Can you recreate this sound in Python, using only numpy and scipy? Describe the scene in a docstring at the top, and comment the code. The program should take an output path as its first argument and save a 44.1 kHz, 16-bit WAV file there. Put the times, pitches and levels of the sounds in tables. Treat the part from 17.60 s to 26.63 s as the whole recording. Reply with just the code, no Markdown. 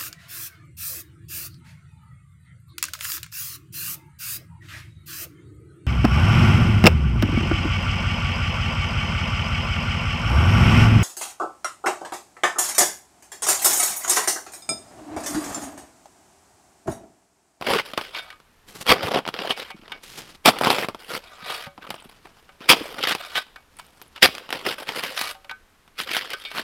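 """A short metal shovel cuts packed snow in a still winter wood, a few metres away.
Four hard chops crush the crust; between them the blade is pushed and levered, slabs snap loose,
snow slides off the ringing blade, boots tread, a jacket rubs and a zip pull ticks.
Random bursts of snapping bonds are coloured as snow or cloth and shaped by strokes; blade, pack and
zip ring as decaying sines. Slabs crack as noise bursts; a faint tail and filtered hush surround it all."""
import sys
import numpy as np
from scipy import signal
from scipy.fft import rfft, irfft
from scipy.io import wavfile
from scipy.ndimage import uniform_filter1d, map_coordinates

SR = 44100
rng = np.random.default_rng(int(sys.argv[2]) if len(sys.argv) > 2 else 0)


def wrap_up_sound(samples):
    """Save the sound to the file named by the first command line argument, as 16-bit audio."""
    columns = np.atleast_2d(samples).T
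    # keep every value between -1 and 1, then stretch to whole-number steps
    tamed = np.clip(columns, -1, 1)
    steps = np.round(tamed * 32767).astype(np.int16)
    wavfile.write(sys.argv[1], SR, steps)


N = 398223
TIME = np.arange(N) / SR  # seconds
DEEP_HZ, THUD_HZ, FIZZ_HZ = 330, 1400, 6000  # borders between deep thud, upper thud, crunch and fizz

# Modes of the free, unloaded blade. Each row: pitch in Hz, relative level in dB, t60 in seconds.
FREE_BLADE = [(567, -10, .26), (769, -6, .18), (900, -6, .12), (1100, -8, .2), (1234, -3, .22),
              (1367, -7, .17), (1524, 0, .2), (1626, -8, .22), (1812, -6, .11), (1985, -5, .12),
              (2245, 0, .27), (2385, -4, .18), (2474, -7, .24), (2712, -6, .13), (2925, -1, .11),
              (3146, -4, .1), (3290, -2, .09), (3612, -2, .13), (3740, -7, .09), (4120, -7, .09),
              (4555, -6, .12), (4895, -8, .13), (5350, -10, .09)]
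# Modes of the blade gripped by snow. Each row: pitch in Hz, relative level in dB, t60 in seconds.
BURIED_BLADE = [(532, 6, 0.058), (810, -5.5, 0.017), (1400, -7.5, 0.044), (2396, -0.5, 0.024),
                (2620, -11, 0.011), (2990, -9, 0.057), (3270, -6.5, 0.06), (4740, -9.5, 0.13),
                (4810, -9.5, 0.054)]
# Colour of packed snow breaking. Each row: frequency in Hz, relative level in dB.
PACKED_SNOW = [(25, -43.5), (50, -29), (95, -8), (250, 0.5), (480, -1), (780, 2.5), (1300, 1), (1700, -4.5),
               (3200, -1.5), (4000, -9), (5100, -10), (6400, -19.5), (10500, -17), (13500, -20),
               (16000, -28)]
# Colour of loose snow. Each row: frequency in Hz, relative level in dB.
LOOSE_SNOW = [(60, -17.5), (280, -12), (550, -1.5), (1200, 0), (3200, 0.5), (5000, -8), (6500, -18),
              (12000, -19.5), (16000, -30)]


def undb(db):
    """Decibels to gain."""
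    return 10 ** (np.asarray(db) / 20)


def unit(x):
    """Scale to rms 1."""
    return x / np.sqrt(np.mean(x ** 2))


def to_peak(x, db):
    """Scale to a peak level in dB."""
    return undb(db) * x / np.abs(x).max()


def add(out, start, x):
    """Mix a sound in at a time in seconds."""
    i = max(int(start * SR), 0)
    out[i:i + len(x)] += x[:max(N - i, 0)]


def through(x, response):
    """Pass a sound through an impulse response."""
    return signal.oaconvolve(x, response)[:len(x)]


def response_of(spectrum):
    """Minimum-phase impulse response with the given (Hz, dB) colour, by folding its cepstrum."""
    size = 2048
    hz, db = np.transpose(spectrum)
    bins = np.maximum(np.arange(size // 2 + 1) * SR / size, 1)
    level_db = np.interp(np.log(bins), np.log(hz), db)
    cepstrum = irfft(np.log(undb(level_db)))
    cepstrum[1:size // 2] *= 2
    cepstrum[size // 2 + 1:] = 0
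    return irfft(np.exp(rfft(cepstrum)))


def fade(t, t60):
    """Exponential decay, falling 60 dB in t60 seconds."""
    return np.exp(-np.log(1000) * t / max(t60, 1e-4))


def walk(rate):
    """Smooth random wander at rms 1, with about `rate` fresh levels a second."""
    k = max(int(SR / rate), 1)
    held = np.repeat(rng.standard_normal(N // k + 1), k)
    return unit(uniform_filter1d(held, k)[:N])


def ring(modes):
    """Half a second of decaying sines at random phases, from (Hz, dB, t60) modes."""
    t = TIME[:SR // 2]
    return sum(undb(db) * fade(t, t60) * np.sin(2 * np.pi * (hz * t + rng.random())) for hz, db, t60 in modes)


def registers(x):
    """Split into thud, crunch and fizz at rms 1; the thud comes in a deep and an upper part."""
    cuts = [(DEEP_HZ, "low"), ([DEEP_HZ, THUD_HZ], "band"), ([THUD_HZ, FIZZ_HZ], "band"), (FIZZ_HZ, "high")]
    filters = [signal.butter(3, hz, kind, fs=SR, output="sos") for hz, kind in cuts]
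    deep, upper, crunch, fizz = (signal.sosfiltfilt(sos, x) for sos in filters)
    thud_rms = np.std(deep + upper)
    return deep / thud_rms, upper / thud_rms, unit(crunch), unit(fizz)


def bite(parts, thud_db, fizz_db, depth=0.18):
    """Weigh the registers; the bigger the slab that moves, the deeper its thud reaches."""
    deep, upper, crunch, fizz = parts
    deep_gain = undb(depth * np.clip(thud_db, -12, 4))
    return undb(thud_db) * (upper + deep_gain * deep) + crunch + undb(fizz_db) * fizz


def fractures(rate, spread_db, burst_t60, bond_db):
    """Snow fails in little avalanches: each break of the crust sets off a brief burst of snapping ice bonds."""
    sizes = undb(spread_db * np.minimum(rng.exponential(size=N), 4))
    breaks = (rng.random(N) < rate / SR) * sizes  # `rate` breaks a second on average
    activity = np.abs(through(breaks ** 2, fade(TIME[:SR // 20], burst_t60) ** 2))
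    bonds = rng.standard_normal(N) * undb(bond_db * np.minimum(rng.exponential(size=N), 4))
    x = np.sqrt(activity) * bonds
    # the work done over 25 ms is set by the push, however it is shared among the breaks
    return x / np.sqrt(np.abs(uniform_filter1d(x ** 2, size=1100)) + 1e-9)


def patchy(x, depth_db, patches):
    """Every piece that breaks off has its own size, so the colour jumps about from moment to moment."""
    size = 512
    hz, _, spectrum = signal.stft(x, SR, nperseg=size)
    place = np.log1p(hz / 700) / np.log1p(hz[-1] / 700) * patches
    moment = np.arange(spectrum.shape[1]) / 3.5
    # random levels on a grid of moments and pitches, joined smoothly
    field = rng.standard_normal((int(patches) + 2, int(moment[-1]) + 2))
    grid = np.meshgrid(place, moment, indexing="ij")
    db = depth_db * map_coordinates(field, grid, order=1)
    return signal.istft(spectrum * undb(db), SR, nperseg=size)[1][:N]


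def on_blade(x, spectrum, modes, ring_db, drift):
    """Breaking snow is heard directly and through the metal, whose modes wander as the load on it shifts."""
    x = patchy(x, depth_db=3.2, patches=30)
    # the metal rings on a clock that runs a little fast or slow, which shifts all its pitches together
    clock = np.arange(N)
    warp = clock + np.cumsum(drift * unit(np.gradient(walk(16))))
    struck = np.interp(clock, np.maximum.accumulate(warp), x)
    metal = np.interp(warp, clock, through(struck, ring(modes)))
    direct = unit(through(x, response_of(spectrum)))
    return direct + undb(ring_db) * unit(metal)


def play(x, strokes, attack_s, release_s, deepen_db=0, judder_db=0, settle_db=-20, settle_s=.25):
    """Each stroke bites, swells or eases while it is held, lets go and settles (times span 60 dB).
    The thud grows by deepen_db as the stroke sinks in; the force judders as the contact sticks and slips."""
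    power, thud, fizz = np.full(N, 1e-14), np.zeros(N), np.zeros(N)
    for start, hold, db, swell_db, thud_db, fizz_db in strokes:
        on = slice(*np.searchsorted(TIME, [start - attack_s, start + hold + release_s + settle_s]))
        t = TIME[on] - start
        depth = np.clip(t / max(hold, 1e-3), 0, 1)
        before, after = np.maximum(-t, 0), np.maximum(t - hold, 0)
        letting_go = np.maximum(fade(after, release_s), undb(settle_db) * fade(after, settle_s))
        force = undb(db + swell_db * depth) * fade(before, attack_s) * letting_go
        power[on] += force ** 2
        thud[on] += force ** 2 * (thud_db + deepen_db * (depth - .5))
        fizz[on] += force ** 2 * fizz_db
    judder = undb(judder_db * walk(110))
    # where strokes overlap, their balances of registers blend, each weighted by its power
    return np.sqrt(power) * judder * bite(registers(x), thud / power, fizz / power)


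def air():
    """The hush of the wood, swaying a little: noise in a fixed colour."""
    # Colour of the hush. Each row: frequency in Hz, relative level in dB.
    hush = [(12, -26), (20, -1.5), (38, -12.5), (70, -7), (83, -10.5), (110, -14.5), (328, -17), (459, -17),
            (558, -20.5), (1290, -18), (6010, -31.5), (13500, -35), (16000, -49.5)]
    sway_db = .3 * walk(3)
    return unit(through(rng.standard_normal(N), response_of(hush))) * undb(-58.5 + sway_db)


def snaps(crack_t60=0.0072, crumble_t60=0.061, crumble_db=-9, linger=0.18):
    """A slab lets go with one sharp crack and crumbles for a moment after; a heavy, thudding slab takes longer."""
    # Slabs of crust snapping loose. Each row: start in seconds, peak in dB,
    # thud and fizz relative to the crunch in dB.
    slabs = [(0.012, -20, 9, -10), (.024, -15.5, 3.5, -16), (0.136, -5, -1, -15), (.335, -18.5, 1, -16),
             (.376, -10, 3, -15), (0.412, -17, -3, -19), (0.801, -38.5, 2, -11), (1.266, -13.5, -2, -9),
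             (1.430, -14, 0, -16), (1.546, -10, -3, -20), (1.558, -9, 4, -27), (1.588, -12.5, 5, -15),
             (1.653, -19, -3, -33), (1.664, -20, 7, -15), (1.677, -11.5, 0, -15), (1.688, -12.5, 3.5, -14),
             (1.741, -14, -2, -21), (1.79, -13, -3, -34), (1.904, -12.5, 5, -25), (1.976, -21.5, 3, -11),
             (2.860, 2, 5.5, -6), (2.987, -13.5, -8, -8), (3.011, -8, 14, -8), (3.036, -4, 2, -15),
             (3.048, -7.5, -3.5, -16), (3.059, -10, 4.5, -23), (3.071, -2, 9, -12), (3.103, -0.5, 0, -14),
             (3.184, -9, 3, -24), (3.246, -11.5, 9, -19), (3.286, -11, 8, -10.5), (3.347, -19.5, 8, -12),
             (3.903, -16, -3.5, -14), (4.304, -15, 0, -9), (4.342, -23.5, 4, -11), (4.178, -30, 10, -18),
             (4.655, -31, 10, -16), (5.006, -32, 2.5, -12), (5.474, -11, -6, -23), (5.133, -1, -1.5, -30),
             (5.511, -9, -4.5, -21), (5.55, -10.5, 1, -9), (6.416, -27, -1.5, -3.5),
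             (6.688, -20.5, 15, -10), (6.751, -20, -5, -9), (6.782, -17, -5.5, -12), (6.891, -22.5, 1, -20),
             (6.905, -15.5, -5, -10), (6.927, -9, -3, -13), (7.29, -12, -6, -20), (7.437, -13.5, -2.5, -12),
             (7.577, -10, -20, -19), (7.613, -11.5, -4, -5), (8.278, -37.5, -1, -10.5),
             (8.387, -19, -17, -12), (8.401, -14, -7, -16), (8.476, -20.5, -9, -23), (8.567, -8, -7, -15),
             (8.611, -19, -13, -17), (8.704, -20, -12, -4), (8.983, -12.5, -4, -21)]
    out, t, snow = np.zeros(N), TIME[:SR // 8], response_of(PACKED_SNOW)
    lead = SR // 100  # silence ahead, room for the two-way filters
    for start, db, thud_db, fizz_db in slabs:
        bulk = undb(linger * thud_db)
        envelope = fade(t, crack_t60 * bulk) + undb(crumble_db) * fade(t, crumble_t60 * bulk)
        burst = rng.standard_normal(len(t)) * envelope
        coloured = through(np.pad(burst, (lead, 0)), snow)
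        x = bite(registers(coloured), thud_db, fizz_db, depth=0.23)
        add(out, start - lead / SR, to_peak(x, db))
    return out


def clods(rate, low_hz, octaves, cycles, spread_db):
    """Lumps tear loose, each with a dull pop of its own pitch that fades 60 dB in so many cycles."""
    out, t = np.zeros(N), TIME[:SR // 25]
    for when, pitch, luck in rng.random((int(rate * N / SR), 3)):
        hz = low_hz * 2 ** (octaves * pitch)
        size = undb(spread_db * min(-np.log(1 - luck), 3))
        envelope = np.minimum(t * hz, 1) * fade(t, cycles / hz)
        add(out, when * N / SR, size * envelope * np.sin(2 * np.pi * hz * t))
    return unit(out)


def pushes():
    """A slow blade breaks the crust bit by bit and pries clods out of it."""
    # The blade pushed or levered through the snow. Each row: start in seconds, hold in seconds,
    # crunch in dB, swell over the hold in dB, thud and fizz relative to the crunch in dB.
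    push_strokes = [(.064, 0.095, -27.5, 3, 3, -13), (.170, 0.03, -29, 1.5, -3, -15),
                    (0.258, 0.06, -41, -4, -2.5, -11.5), (0.38, 0.15, -38, -12.5, -4.5, -13),
                    (1.275, .018, -28.5, 9, -2.5, -11.5), (1.335, 0.096, -34.5, -5, 6.5, -20),
                    (1.433, 0.054, -34, 2.5, 4, -11.5), (1.518, 0.067, -29.5, -2.5, 7, -17.5),
                    (1.745, .135, -41, 8, 0.5, -17), (1.901, 0.014, -27.5, 0.5, -1.5, -14.5),
                    (1.976, 0.054, -36.5, 1, -5, -14.5), (2.048, 0.056, -47, 1, -6, -15),
                    (2.938, .050, -40, -2, 6.5, -19), (3.019, .110, -30, 4, 2.5, -10.5),
                    (3.135, .110, -30, -1, 1, -10), (3.395, 0.091, -46.5, -5, -3.5, -8),
                    (3.495, 0.073, -37.5, 7.5, -1, -8.5), (5.017, 0.045, -45, 1.5, -2.5, -16),
                    (5.158, 0.22, -37.5, -9.5, 1, -10), (5.387, .020, -34, -0.5, -0.5, -13.5),
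                    (5.43, 0.017, -25, 2.5, -8, -17.5), (5.475, 0.051, -22, -2.5, -7.5, -14.5),
                    (6.659, 0.019, -27.5, -5, -5.5, -11.5), (6.705, 0.24, -45.5, -11.5, 0.5, -13.5),
                    (6.936, .110, -32, -16, -3, -13), (7.065, 0.073, -24.5, -10, -3, -12.5),
                    (7.189, 0.043, -39.5, 0, 0.5, -7.5), (7.28, 0.073, -33, -11.5, -2.5, -11),
                    (7.362, 0.031, -31.5, 4, -2.5, -10.5), (7.43, 0.12, -32.5, -7, -5, -10.5),
                    (8.394, 0.038, -29.5, -1.5, -13, -12), (8.475, .035, -35.5, 1, -7, -16),
                    (8.514, 0.071, -26.5, 1, -12.5, -12.5), (8.614, 0.068, -33.5, -10.5, -5.5, -14.5),
                    (8.704, 0.045, -34.5, -1.5, -9, -18), (8.766, 0.16, -49, 0, -8.5, -8.5),
                    (8.949, 0.051, -33, 5.5, -5, -12.5)]
    x = fractures(rate=800, spread_db=4, burst_t60=0.028, bond_db=2.5)
    lumps = clods(rate=150, low_hz=378, octaves=1.8, cycles=7.9, spread_db=5)
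    crunch = on_blade(x, PACKED_SNOW, BURIED_BLADE, ring_db=-9.0, drift=0.066) + undb(-7.5) * lumps
    return play(crunch, push_strokes, attack_s=0.066, release_s=0.082, judder_db=1.17,
                settle_db=-19.5, settle_s=0.28)


def thumps(cycles=9):
    """The pack gives under a boot or the blade: a few soft, low swings."""
    # Weight shaking the snow pack. Each row: start in seconds, peak in dB, middle pitch in Hz.
    jolts = [(.110, -27, 190), (1.295, -26, 86), (1.434, -26, 109), (2.144, -37, 212), (2.192, -42, 223),
             (2.223, -42, 222), (2.876, -30, 101), (3.824, -41, 161), (4.067, -34.5, 153),
             (4.179, -40, 193), (4.286, -40, 198), (4.456, -38, 237), (5.006, -35, 257), (5.209, -22, 305),
             (6.637, -31.5, 78), (8.420, -36, 345), (8.508, -32, 342)]
    out, t = np.zeros(N), TIME[:SR // 3]
    for start, db, hz in jolts:
        modes = [(hz * ratio, mode_db, cycles / hz) for ratio, mode_db in [(.7, -7), (1, -0.5), (1.5, -4)]]
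        x = ring(modes)[:len(t)] * np.minimum(t * hz, 1)
        add(out, start, to_peak(x, db))
    return out


def knocks(rattle_t60=0.029):
    """The blade jolts on its shaft; each jolt favours the modes near one pitch, and stuck snow rattles."""
    # The free blade knocking on its shaft. Each row: start in seconds, peak in dB, favoured pitch in Hz,
    # focus in dB per octave, rattle relative to the ring in dB.
    jolts = [(.376, -15, 1120, 25, 0.5), (.547, -22, 2710, 13, -9), (.583, -25, 3612, 22, -8),
             (.702, -26, 1400, 3, 0), (.726, -32, 1234, 30, -3), (1.906, -9.5, 3010, 37, -3.5),
             (2.103, -24, 795, 12, 1), (2.112, -29, 2474, 20, -2), (2.318, -21, 1500, 7, -3),
             (2.319, -22.5, 3100, 26, -1), (4.065, -27, 565, 10, -4.5), (4.221, -33, 1580, 21, -8),
             (4.890, -37, 700, 7, -3), (5.754, -12.5, 2410, 11, 2), (5.777, -12.5, 1600, 17, -0.5),
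             (5.959, -30.5, 1420, 8, 1), (6.196, -34, 2980, 4, -2), (6.560, -27, 800, 3, 14),
             (6.640, -5, 1950, 16, 0), (7.750, -35.5, 740, 19, -7), (7.845, -33.5, 564, 11, 1.5),
             (7.894, -20.5, 1900, 5.5, -2.5), (7.910, -28, 1510, 49, -6.5), (7.911, -24, 908, 26, 1),
             (8.732, -16.5, 1480, 23, 2), (8.812, -37, 3612, 40, -14), (8.850, -21.5, 3650, 19, -10),
             (8.853, -27.5, 2230, 70, -14), (8.914, -21.5, 1500, 8, 3)]
    out, t, crumbs = np.zeros(N), TIME[:SR // 2], response_of(LOOSE_SNOW)
    for start, db, favoured_hz, focus_db, rattle_db in jolts:
        # the more snow clings to the blade, the sooner the ring dies
        freedom = np.interp(rattle_db, [-20, -7, -2], [1.3, 1.0, .55])
        modes = [(hz, mode_db - focus_db * abs(np.log2(hz / favoured_hz)), t60 * freedom)
                 for hz, mode_db, t60 in FREE_BLADE]
        metal = ring(modes)
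        rattle = through(rng.standard_normal(len(t)) * fade(t, rattle_t60), crumbs)
        seating = np.minimum(t / .002, 1)  # 2 ms rise
        x = (unit(metal) + undb(rattle_db) * unit(rattle)) * seating
        add(out, start, to_peak(x, db))
    return out


def throws():
    """Crumbs skid along the free blade and set it ringing; their weight damps and detunes it."""
    # Loose snow sliding off the lifted blade. Each row: start in seconds, hold in seconds,
    # crunch in dB, swell over the hold in dB, thud and fizz relative to the crunch in dB.
    slides = [(0.547, 0.044, -35, -0.5, -5.5, -15), (.620, 0.12, -48.5, -6.5, -1, -11.5),
              (3.632, 0.17, -53, 1, 0, -9.5), (3.800, 0.11, -48.5, 15.5, -2.5, -13),
              (3.923, 0.14, -34, -9, -3, -10.5), (5.586, 0.147, -42.5, -0.5, -3, -10.5),
              (5.759, 0.021, -25.5, 1.5, -6.5, -14), (7.572, 0.14, -31.5, -4, -4.5, -6.5)]
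    x = fractures(rate=1100, spread_db=3.0, burst_t60=0.024, bond_db=2.5)
    loaded = [(hz, db, t60 / 2) for hz, db, t60 in FREE_BLADE]
    skid = on_blade(x, LOOSE_SNOW, loaded, ring_db=-4, drift=.008)
    return play(skid, slides, attack_s=0.058, release_s=.12, judder_db=1.95, settle_db=-22, settle_s=.25)


def sleeves():
    """Fibres catching and slipping, too fine to tell apart."""
    # Sleeves rubbing the jacket. Each row: start in seconds, hold in seconds,
    # rub in dB, swell over the hold in dB, flap and hiss relative to the rub in dB.
    rubs = [(1.086, 0.14, -52.5, 6.5, 0.5, -2), (2.437, 0.16, -52.5, 8.5, -4.5, -4),
            (2.588, 0.17, -49, -5, -0.5, -7.5), (4.526, .450, -65.5, -6.5, 2.5, -9.5),
            (6.120, .420, -67.5, 0, 1.5, -5.5)]
    # Colour of the cloth. Each row: frequency in Hz, relative level in dB.
    cloth = [(60, -12), (140, 3.5), (600, -4.5), (3200, -3), (6000, -9), (13000, -15.5), (16000, -27.5)]
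    x = fractures(rate=2700, spread_db=2.5, burst_t60=0.006, bond_db=-2)
    return play(through(x, response_of(cloth)), rubs, attack_s=.06, release_s=.07, judder_db=3.5)


def chops():
    """A fast blade crushes a great many grains at once."""
    # The blade driven down into the crust. Each row: start in seconds, hold in seconds,
    # crunch in dB, swell over the hold in dB, thud (halfway down) and fizz relative to the crunch in dB.
    chop_strokes = [(1.285, 0.037, -18, 6, -3, -13.5), (2.858, .036, -12.5, -4.5, -0.5, -7.5),
                    (5.093, 0.032, -6.5, -8, -8.5, -10.5), (6.629, .020, -5.5, -5, -7.5, -11.5)]
    x = fractures(rate=1600, spread_db=2.5, burst_t60=0.013, bond_db=1.5)
    crunch = on_blade(x, PACKED_SNOW, BURIED_BLADE, ring_db=-9.5, drift=0.014)
    return play(crunch, chop_strokes, attack_s=0.022, release_s=0.069, deepen_db=7, judder_db=1.0,
                settle_db=-28, settle_s=0.16)


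def steps():
    """Sparse crackle under the boots."""
    # Boots treading and shifting. Each row: start in seconds, hold in seconds,
    # crunch in dB, swell over the hold in dB, thud and fizz relative to the crunch in dB.
    treads = [(2.168, 0.088, -57.5, -0.5, -0.5, -16), (2.258, .120, -51.5, 1, 1.5, -22),
              (4.221, 0.2, -49, -4, 1.5, -14), (4.446, 0.081, -54, -1.5, 1, -7),
              (4.661, 0.0063, -45, -4, 0, -14), (4.765, 0.063, -58.5, -5, 2.5, -7),
              (5.854, 0.17, -64, -2, 2, -11.5), (6.189, 0.015, -44, -2.5, -5.5, -8),
              (6.245, .220, -64.5, -1, 1.5, -4), (6.562, 0.044, -44.5, -2, -5.5, -19.5)]
    x = fractures(rate=160, spread_db=2.5, burst_t60=0.041, bond_db=2.5)
    crackle = through(patchy(x, depth_db=4.5, patches=19), response_of(PACKED_SNOW))
    return play(crackle, treads, attack_s=0.046, release_s=.08, judder_db=1.5, settle_db=-9.5, settle_s=.4)


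def ticks(t60=.009):
    """A tiny piece of metal gives short rings, two close in pitch and a faint one an octave up."""
    # A zip pull ticking as the body swings. Each row: start in seconds, peak in dB, pitch in Hz.
    zip_pull = [(4.354, -34, 8750), (4.403, -42, 9400), (4.425, -40, 8300), (6.169, -34.5, 10240),
                (6.187, -35, 8450), (6.266, -43, 9060), (6.424, -33, 12200), (6.480, -44, 10600)]
    out = np.zeros(N)
    for start, db, hz in zip_pull:
        x = ring([(hz, 0, t60), (hz * 0.95, -4, t60), (hz * 2.1, -9, t60 / 2)])
        add(out, start, to_peak(x, db))
    return out


def trunks(x, echo_db=-25, t60=0.5):
    """Tree trunks scatter back a faint, dull tail; the snow soaks up the rest."""
    t = TIME[:SR]
    scatter = rng.standard_normal(SR) * fade(t, t60) * np.minimum(t / 0.017, 1)  # 17 ms rise
    tail = through(scatter, response_of([(100, -1), (600, -9.0), (3000, -3.5), (8000, -5.5)]))
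    return undb(echo_db) * through(x, tail / np.linalg.norm(tail))


def scene():
    """The digging, its echo and the still air."""
    blade = pushes() + knocks() + throws() + chops()
    work = blade + snaps() + thumps() + sleeves() + steps() + ticks()
    return (work + trunks(work) + air())[None]


def record(dry):
    """Peaks beyond full scale overload the recorder and clip; the top is cut above 16 kHz."""
    clipped = np.clip(dry, -1, 1)
    return signal.sosfilt(signal.ellip(10, .1, 70, 16000, fs=SR, output="sos"), clipped)


dry = scene()
out = record(dry)
wrap_up_sound(out)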